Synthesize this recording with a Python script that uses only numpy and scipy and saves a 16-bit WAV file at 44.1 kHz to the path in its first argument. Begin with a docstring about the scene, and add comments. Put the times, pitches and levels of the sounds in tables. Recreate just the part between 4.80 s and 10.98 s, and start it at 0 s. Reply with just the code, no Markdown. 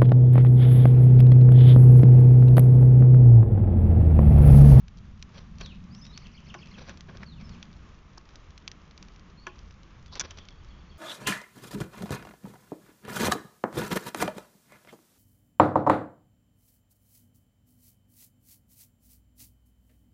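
"""Traffic rumble, an engine drone and open-air hiss come first and last throughout: three coloured noises.
Sparrows feed on a plastic tray with a small microphone in its housing: beaks snap seed (filtered bursts),
pecks ring the tray (decaying sines), and one hard peck rattles the housing (coloured noise decays).
Wings flutter and claws scrape (shaped grainy noise).
Songbirds whistle, warble and trill further off (gliding sines with echoes)."""
import sys
import numpy as np
from scipy import signal
from scipy.fft import rfft, irfft, next_fast_len
from scipy.io import wavfile
from scipy.ndimage import uniform_filter1d

SR = 44100
rng = np.random.default_rng(int(sys.argv[2]) if len(sys.argv) > 2 else 0)


def wav_out(sig):
    """Save sig, one row per channel (or a flat mono array), as 16-bit PCM at SR to the path in sys.argv[1]."""
    wavfile.write(sys.argv[1], SR, np.round(np.clip(np.atleast_2d(sig).T, -1, 1) * 32767).astype(np.int16))


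N = 272538
TIME_S = np.arange(N) / SR


def undb(db):
    """Decibels to amplitude gain."""
    return 10 ** (np.asarray(db) / 20)


def unit(x):
    """Scale to an rms of one."""
    return x / np.sqrt(np.mean(x ** 2))


def burst(x):
    """Scale a transient to the energy of one millisecond at unit rms."""
    return x / np.sqrt(np.sum(x ** 2) / (SR / 1000))


def add(out, start_s, x):
    """Mix x into out from start_s on."""
    i = int(np.clip(start_s * SR, 0, N - 1))
    out[i:i + len(x)] += x[:N - i]


def fade(t, t60_s):
    """Exponential decay of 60 dB in t60_s."""
    return np.exp(-np.log(1000) * t / t60_s)


def swell(centre_s, half_s):
    """Gaussian bell around centre_s; half_s is its standard deviation."""
    return np.exp(-((TIME_S - centre_s) / half_s) ** 2 / 2)


def lowpass(x, hz, order=1):
    """Butterworth low-pass."""
    return signal.sosfilt(signal.butter(order, hz, fs=SR, output="sos"), x)


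def resonate(x, hz, q):
    """One two-pole resonance."""
    return signal.lfilter(*signal.iirpeak(hz, q, fs=SR), x)


def colour(x, points):
    """Minimum-phase filter through (frequency [Hz], gain [dB]) points, via the folded cepstrum."""
    hz, db = np.transpose(points)
    size = next_fast_len(len(x)) * 2
    log_hz = np.log(np.maximum(np.fft.rfftfreq(size, 1 / SR), 1))
    gain = undb(np.interp(log_hz, np.log(hz), db))
    cepstrum = irfft(np.log(gain))
    cepstrum[1:size // 2] *= 2
    cepstrum[size // 2 + 1:] = 0
    response = np.exp(rfft(cepstrum))
    return irfft(rfft(x, size) * response)[:len(x)]


def noise(points):
    """Steady noise of the given colour, unit rms."""
    return unit(colour(rng.standard_normal(N), points))


def walk(rate_hz):
    """Smoothed random steps, rate_hz per second, unit rms."""
    k = int(SR / rate_hz)
    steps = np.repeat(rng.standard_normal(N // k + 1), k)
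    return unit(uniform_filter1d(steps, k)[:N])


# rumble spectrum: (frequency [Hz], relative density [dB])
RUMBLE_SPECTRUM = [(15, -9), (28, -4), (45, -1.5), (60, -4), (80, -2.5), (105, -12), (140, -13),
                   (300, -61.5)]
# rumble level: (time [s], level [dB])
RUMBLE_LEVEL = [(0, -46), (1.2, -49), (2.6, -49), (4.2, -53.5), (5.2, -51.5), (5.6, -48.5), (6.18, -52.5)]


def traffic(wander_db=1.5):
    """Distant traffic: low noise on a slow level curve, wandering."""
    level_db = np.interp(TIME_S, *np.transpose(RUMBLE_LEVEL)) + wander_db * walk(8)
    return noise(RUMBLE_SPECTRUM) * undb(level_db)


# drone spectrum: (frequency [Hz], relative density [dB])
DRONE_SPECTRUM = [(70, -23.5), (115, -8), (160, 1), (205, -1.5), (250, -10), (310, -28.5), (600, -47.5)]
# drone level: (time [s], level [dB])
DRONE_LEVEL = [(0, -52.5), (.6, -51.5), (1.03, -46.5), (1.5, -50.5), (2.35, -50.5), (2.72, -47.5),
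               (3.5, -63), (4.2, -56.5), (5.45, -61), (6.18, -59)]


def engine(wander_db=1.03):
    """Distant engine: a band of noise that rises and sinks with its level curve."""
    level_db = np.interp(TIME_S, *np.transpose(DRONE_LEVEL)) + wander_db * walk(9)
    return noise(DRONE_SPECTRUM) * undb(level_db)


# air spectrum: (frequency [Hz], relative density [dB])
AIR_SPECTRUM = [(150, -2), (300, 9.5), (450, 4), (750, 0), (950, 2.5), (1150, 5.5), (1300, 3), (1450, 0),
                (1900, -1.5), (3200, -5), (4500, -11.5), (6000, -11), (7100, -8.5), (7900, -33)]


def open_air(level_db=-60, flicker_db=1.39):
    """Open-air hiss: broad noise with a flickering level."""
    return noise(AIR_SPECTRUM) * undb(level_db + flicker_db * walk(8.6))


def garden():
    """Steady background: rumble, drone and hiss add up."""
    return traffic() + engine() + open_air()


def trees(x, t60_s):
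    """A house wall throws a call back once; trunks scatter it into a short tail."""
    t = np.arange(SR // 2) / SR
    echoes = rng.standard_normal(len(t)) * fade(t, t60_s) * (t > .008)
    echoes /= np.linalg.norm(echoes)
    echoes[int(.019 * SR)] += .45  # wall
    return signal.fftconvolve(x, echoes)[:N]


def voice(hz, gain, overtone):
    """Nearly sinusoidal bird tone: wavering pitch and level, optional second partial."""
    size = len(hz)
    bend = 1 + .007 * walk(40)[:size] + .012 * walk(450)[:size]
    phase = 2 * np.pi * np.cumsum(hz * bend) / SR
    gain = gain * undb(3 * walk(200)[:size]) * signal.windows.tukey(size, .15)
    return np.sqrt(2) * gain * (np.sin(phase) + overtone * np.sin(2 * phase))


def slur(length_s, first_hz, last_hz, db, arch_share=.028, waver_db=2.5, waver_hz=68):
    """Whistle gliding between two pitches, bowed upward mid-way, uneven in strength."""
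    u = np.linspace(0, 1, int(length_s * SR))
    glide_hz = first_hz + (last_hz - first_hz) * u
    hz = glide_hz * (1 + arch_share * np.sin(np.pi * u))
    return voice(hz, undb(db + waver_db * walk(waver_hz)[:len(u)]), 0)


# slurred whistles: (time [s], length [s], first pitch [Hz], last pitch [Hz], level before song_db [dB])
WHISTLE_NOTES = [(0.815, 0.059, 4570, 3370, -52.5), (.872, .062, 3500, 2410, -55.5),
                 (1.099, .115, 4380, 6340, -61.5), (1.212, 0.057, 4980, 5600, -58),
                 (1.225, .092, 3554, 3855, -59), (1.324, 0.051, 3940, 4650, -53),
                 (1.333, 0.031, 3800, 2300, -55.5), (2.459, .09, 4550, 3350, -60.5),
                 (2.556, 0.065, 3050, 2080, -59.5), (2.629, .105, 5520, 4100, -64),
                 (2.732, 0.03, 3450, 2080, -56.5), (4.571, 0.073, 4150, 4500, -61),
                 (4.663, 0.043, 3250, 2390, -56)]


def whistles():
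    """Separate slurred whistles, each a gliding tone."""
    out = np.zeros(N)
    for start_s, length_s, first_hz, last_hz, db in WHISTLE_NOTES:
        add(out, start_s, slur(length_s, first_hz, last_hz, db))
    return out


# warbled syllable: (time from its start [s], pitch [Hz], level before warble gains and song_db [dB],
# second partial relative to first [dB])
WARBLE_SYLLABLE = [(0, 2253, -69, 5), (0.021, 3150, -67, 0), (0.037, 2078, -56.5, -0.5),
                   (.05, 2550, -65, 3), (0.064, 3457, -58, -12), (.074, 2774, -49, -21),
                   (0.085, 2300, -58.5, -14)]


def warble(count=5, start_s=1.388, period_s=.123, first_db=-1.5, growth_db=0.6):
    """One syllable repeats evenly, growth_db louder each time."""
    out = np.zeros(N)
    at_s, *columns = np.transpose(WARBLE_SYLLABLE)
    t = np.arange(0, at_s[-1], 1 / SR)
    hz, db, overtone_db = (np.interp(t, at_s, c) for c in columns)
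    for k in range(count):
        gain = undb(db + first_db + k * growth_db)
        add(out, start_s + k * period_s, voice(hz, gain, undb(overtone_db)))
    return out


# trill notes: (time into the period [s], first pitch [Hz], last pitch [Hz], level before growth [dB],
# growth over the trill [dB]); pitches before detuning
TRILL_NOTES = [(0, 4500, 4310, -76.5, 7), (.02, 3535, 2956, -66.5, 1)]


def trill(count=9, start_s=5.26, period_s=.104, note_s=.03, scatter_db=2.5, detune_share=.018):
    """A high and a low note alternate and grow, with random pitch and level each time."""
    out = np.zeros(N)
    for k in range(count):
        for offset_s, first_hz, last_hz, db, growth_db in TRILL_NOTES:
            detune = 1 + detune_share * rng.standard_normal(2)
            level_db = db + growth_db * (k + 1) / count + scatter_db * rng.standard_normal()
            note = slur(note_s, first_hz * detune[0], last_hz * detune[1], level_db)
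            add(out, start_s + k * period_s + offset_s, note)
    return out


def songbirds(song_db=-3, near_echo_db=-5, far_echo_db=-2, echo_t60_s=0.41):
    """The song comes from one tree, the trill from a farther one with more echo."""
    near = undb(song_db) * (whistles() + warble())
    far = trill()
    near_echo = undb(near_echo_db) * trees(near, echo_t60_s)
    far_echo = undb(far_echo_db) * trees(far, echo_t60_s)
    return near + near_echo + far + far_echo


# tray and housing modes: (frequency [Hz], relative level before random shares [dB], t60 [s])
TRAY_MODES = [(320, -12.5, 0.11), (361.6, -3.5, 0.19), (407, -10.5, 0.023), (653, -17, 0.15),
              (833, -19.5, 0.22), (1034, -11.5, 0.14), (1100, -5, 0.16), (1460, -2.5, 0.064),
              (1702, 0.5, 0.044), (2300, -1, 0.039), (2690, 7, 0.015), (3100, 6.5, 0.028),
              (3360, -3, 0.084), (3730, -1.5, 0.047), (4750, 2, 0.054), (5360, -13, .08),
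              (5954, 17.5, 0.029)]


def tray(x, share_db=1.0):
    """Plastic tray: decaying modes, shared out a little differently at each struck spot."""
    t = np.arange(len(x)) / SR
    shares = undb(share_db * rng.standard_normal(len(TRAY_MODES)))
    ring = np.zeros(len(x))
    for k, (hz, db, t60_s) in enumerate(TRAY_MODES):
        ring += (-1) ** k * shares[k] * undb(db) * fade(t, t60_s) * np.sin(2 * np.pi * hz * t)
    return signal.fftconvolve(x, ring)[:len(x)]


# feather spectrum: (frequency [Hz], relative density [dB])
FEATHER_SPECTRUM = [(120, 7), (300, -1.5), (550, 3.5), (750, -4), (1100, -2), (1700, -3), (3000, -5),
                    (5500, -2.5), (7500, -9.5)]


def feathers(grain_db=2.0, catch_db=2.5):
    """Feathers on seed: coloured noise made grainy by two fast level wanders."""
    level_db = grain_db * walk(900) + catch_db * walk(200)
    return unit(colour(rng.standard_normal(N) * undb(level_db), FEATHER_SPECTRUM))


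def stroke(centre_s, half_s=0.01, settle_db=-5.5, settle_t60_s=0.29):
    """Level of one wing stroke: a quick swell, then the feathers settle."""
    settle = undb(settle_db) * (TIME_S > centre_s) * fade(np.abs(TIME_S - centre_s), settle_t60_s)
    return np.maximum(swell(centre_s, half_s), settle)


# wing bouts: (first stroke time [s], strokes [count], stroke spacing [s], first stroke level [dB],
# change per stroke [dB], treble corner [Hz])
WING_BOUTS = [(.554, 2, 0.027, -50.5, 2.5, 4500), (0.815, 1, .06, -42.5, 0, 4500),
              (1.987, 2, 0.035, -47, 0, 3500), (2.082, 2, 0.019, -49, 1, 3600),
              (2.298, 3, 0.0586, -47, -1, 2000), (2.611, 1, .06, -51, 0, 3500),
              (5.363, 3, 0.045, -43, -1.5, 3840), (5.514, 2, 0.073, -54, 1.5, 4320)]


def flutters(rustle, ring_db=-9):
    """Wing strokes gate the rustle and the tray ringing under it; stroke powers add."""
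    out = np.zeros(N)
    brushing = rustle + undb(ring_db) * unit(tray(rustle))
    for first_s, strokes, gap_s, db, change_db, corner_hz in WING_BOUTS:
        power = np.zeros(N)
        for k in range(round(strokes)):
            power += (undb(db + k * change_db) * stroke(first_s + k * gap_s)) ** 2
        out += np.sqrt(power) * unit(lowpass(brushing, corner_hz, order=2))
    return out


# claws dragged over the rim: (peak time [s], squeak level [dB], bell standard deviation [s], squeak [Hz])
CLAW_SCRAPES = [(2.431, -49.5, 0.0034, 1620), (3.38, -45.5, 0.0016, 5660), (5.335, -47, 0.01, 4060),
                (5.38, -51, 0.004, 3300)]


def scrapes(rustle, rim_hz=1075, rim_db=-2):
    """Dragged claws: grainy noise excites a squeak and the ringing rim."""
    out = np.zeros(N)
    rim = undb(rim_db) * unit(resonate(rustle, rim_hz, 6.6))
    for peak_s, db, half_s, squeak_hz in CLAW_SCRAPES:
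        squeak = unit(resonate(rustle, squeak_hz, 4.4))
        out += undb(db) * swell(peak_s, half_s) * (rim + squeak)
    return out


def scuffles():
    """Wings and claws share one grainy friction noise."""
    rustle = feathers()
    return flutters(rustle) + scrapes(rustle)


# housing crack spectrum: (frequency [Hz], gain [dB])
CRACK_SPECTRUM = [(500, -24.5), (1500, -11.5), (2600, -11), (3600, 2), (4300, -3.5), (4800, 3.5), (5900, 3),
                  (6600, 3.5), (8000, -11.5)]


def housing_crack(t, crack_t60_s=0.013, rattle_db=-7, rattle_t60_s=0.036):
    """Housing: a short crack plus a longer rattle, both decaying coloured noise."""
    contact, loose = rng.standard_normal((2, len(t)))
    crack = burst(colour(np.sign(contact) * fade(t, crack_t60_s), CRACK_SPECTRUM))
    rattle = burst(colour(loose * fade(t, rattle_t60_s), CRACK_SPECTRUM))
    return crack + undb(rattle_db) * rattle


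# pecks on the tray: (time [s], body level before ring_db [dB], hardness: blow corner [Hz],
# crack level [dB])
TRAY_PECKS = [(0.81, -42, 3000, -37), (1.7418, -37, 1900, -43), (1.7485, -36, 833, -49),
              (2.094, -41.5, 2500, -39.5), (3.375, -46, 1170, -48), (4.6677, -29.5, 1800, -38.5),
              (4.6724, -37, 990, -57), (5.396, -34.5, 5030, -16), (5.4028, -34, 2540, -19),
              (5.4097, -32.5, 1830, -20), (5.508, -43, 3000, -36)]


def knocks(ring_db=5, thud_db=-7, thud_t60_s=0.031, peak_db=-4):
    """A blow rings the tray, softer ones mostly its low modes; hard ones crack and rattle the housing."""
    out, t = np.zeros(N), np.arange(SR // 4) / SR
    crack = housing_crack(t)  # same for every blow, so quick bounces buzz
    for start_s, db, corner_hz, crack_db in TRAY_PECKS:
        thud = resonate(rng.standard_normal(len(t)) * fade(t, thud_t60_s), 1400, 0.53)
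        ring = tray(1. * (t == 0))
        body = lowpass(burst(ring) + undb(thud_db) * burst(thud), corner_hz, order=2)
        # modes matching the contact length take the most energy
        body = burst(body) + undb(peak_db) * burst(resonate(body, corner_hz, 1.9))
        add(out, start_s, undb(db + ring_db) * burst(body) + undb(crack_db) * crack)
    return out


def snap(hz, t60_s=.011, q=0.53, splinter_db=0, ring_db=-12, body_db=-12, give_s=0.0023):
    """A husk gives way: one sharp break, a spray of splinters, a faint ring of the tray."""
    t = np.arange(SR // 12) / SR
    strike = lowpass(1. * (t == t[SR // 2000]), 6500, order=4)
    spray = rng.standard_normal(len(t)) * fade(t, t60_s) * (1 - np.exp(-t / give_s))
    splinters = lowpass(spray, 7600, order=4)
    force = burst(strike) + undb(splinter_db) * burst(splinters)
    husk = resonate(resonate(force, hz, q), hz, 0.5)
    body = undb(body_db) * burst(resonate(force, 2500, 1.0))
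    ring = undb(ring_db) * burst(tray(strike))
    sound = burst(husk) + body + ring
    # so small a thing radiates little bass
    return burst(sound - lowpass(sound, 800))


def nibbles(count=120, floor_db=-59, range_db=7, low_hz=3500, high_hz=6400):
    """Faint husk snaps at random times; the cube makes loud ones rare."""
    out = np.zeros(N)
    for when, size, pitch in rng.random((count, 3)):
        hz = low_hz + (high_hz - low_hz) * pitch
        add(out, when * N / SR, undb(floor_db + range_db * size ** 3) * snap(hz))
    return out


# clear beak clicks: (time [s], level before gain_db [dB], husk pitch [Hz])
BEAK_CLICKS = [(0.0813, -42.5, 3200), (0.172, -49, 5500), (0.4252, -31.5, 6030), (0.784, -43, 5000),
               (0.86, -35.5, 3660), (1.149, -42.5, 5930), (1.252, -40.5, 5300), (1.2658, -42, 3730),
               (1.3756, -30.5, 5800), (1.4688, -42.5, 3100), (1.8578, -45, 3240), (1.8711, -44.5, 3050),
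               (2.173, -42, 5520), (2.2073, -36.5, 5570), (2.3706, -40, 2970), (2.693, -42.5, 4550),
               (2.8272, -32.5, 3200), (2.9287, -48, 3000), (3.49, -46, 3010), (3.5564, -38.5, 4780),
               (3.7052, -48, 4830), (3.7775, -38.5, 6300), (3.8773, -24.5, 3250), (3.9152, -33.5, 6200),
               (4.11, -45, 3300), (4.177, -39, 3940), (4.2262, -37, 4750), (4.284, -45.5, 2920),
               (4.3607, -47.5, 3490), (4.3949, -48, 4830), (4.79, -43, 3580), (4.908, -46, 2920),
               (5.032, -47.5, 3640), (5.2604, -44.5, 5540), (5.354, -30, 5520), (5.5734, -41.5, 3110),
               (5.5861, -36.5, 3100), (5.6523, -48, 5530), (5.686, -37, 3300)]


def pecking(gain_db=-2.0):
    """Beaks break husks: clear clicks over faint nibbling."""
    out = np.zeros(N)
    for start_s, db, hz in BEAK_CLICKS:
        add(out, start_s, undb(db + gain_db) * snap(hz))
    return out + nibbles()


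def scene():
    """Everything as it reaches the feeder's microphone."""
    return (garden() + songbirds() + scuffles() + knocks() + pecking())[None]


def record(dry, ceiling=.3, soft_top_hz=6370, top_hz=7600):
    """The small recorder rounds the hardest peaks and cuts the top."""
    rounded = lowpass(ceiling * np.tanh(dry / ceiling), soft_top_hz, order=8)
    return signal.sosfilt(signal.ellip(6, .3, 70, top_hz, fs=SR, output="sos"), rounded)


dry = scene()
out = record(dry)
wav_out(out)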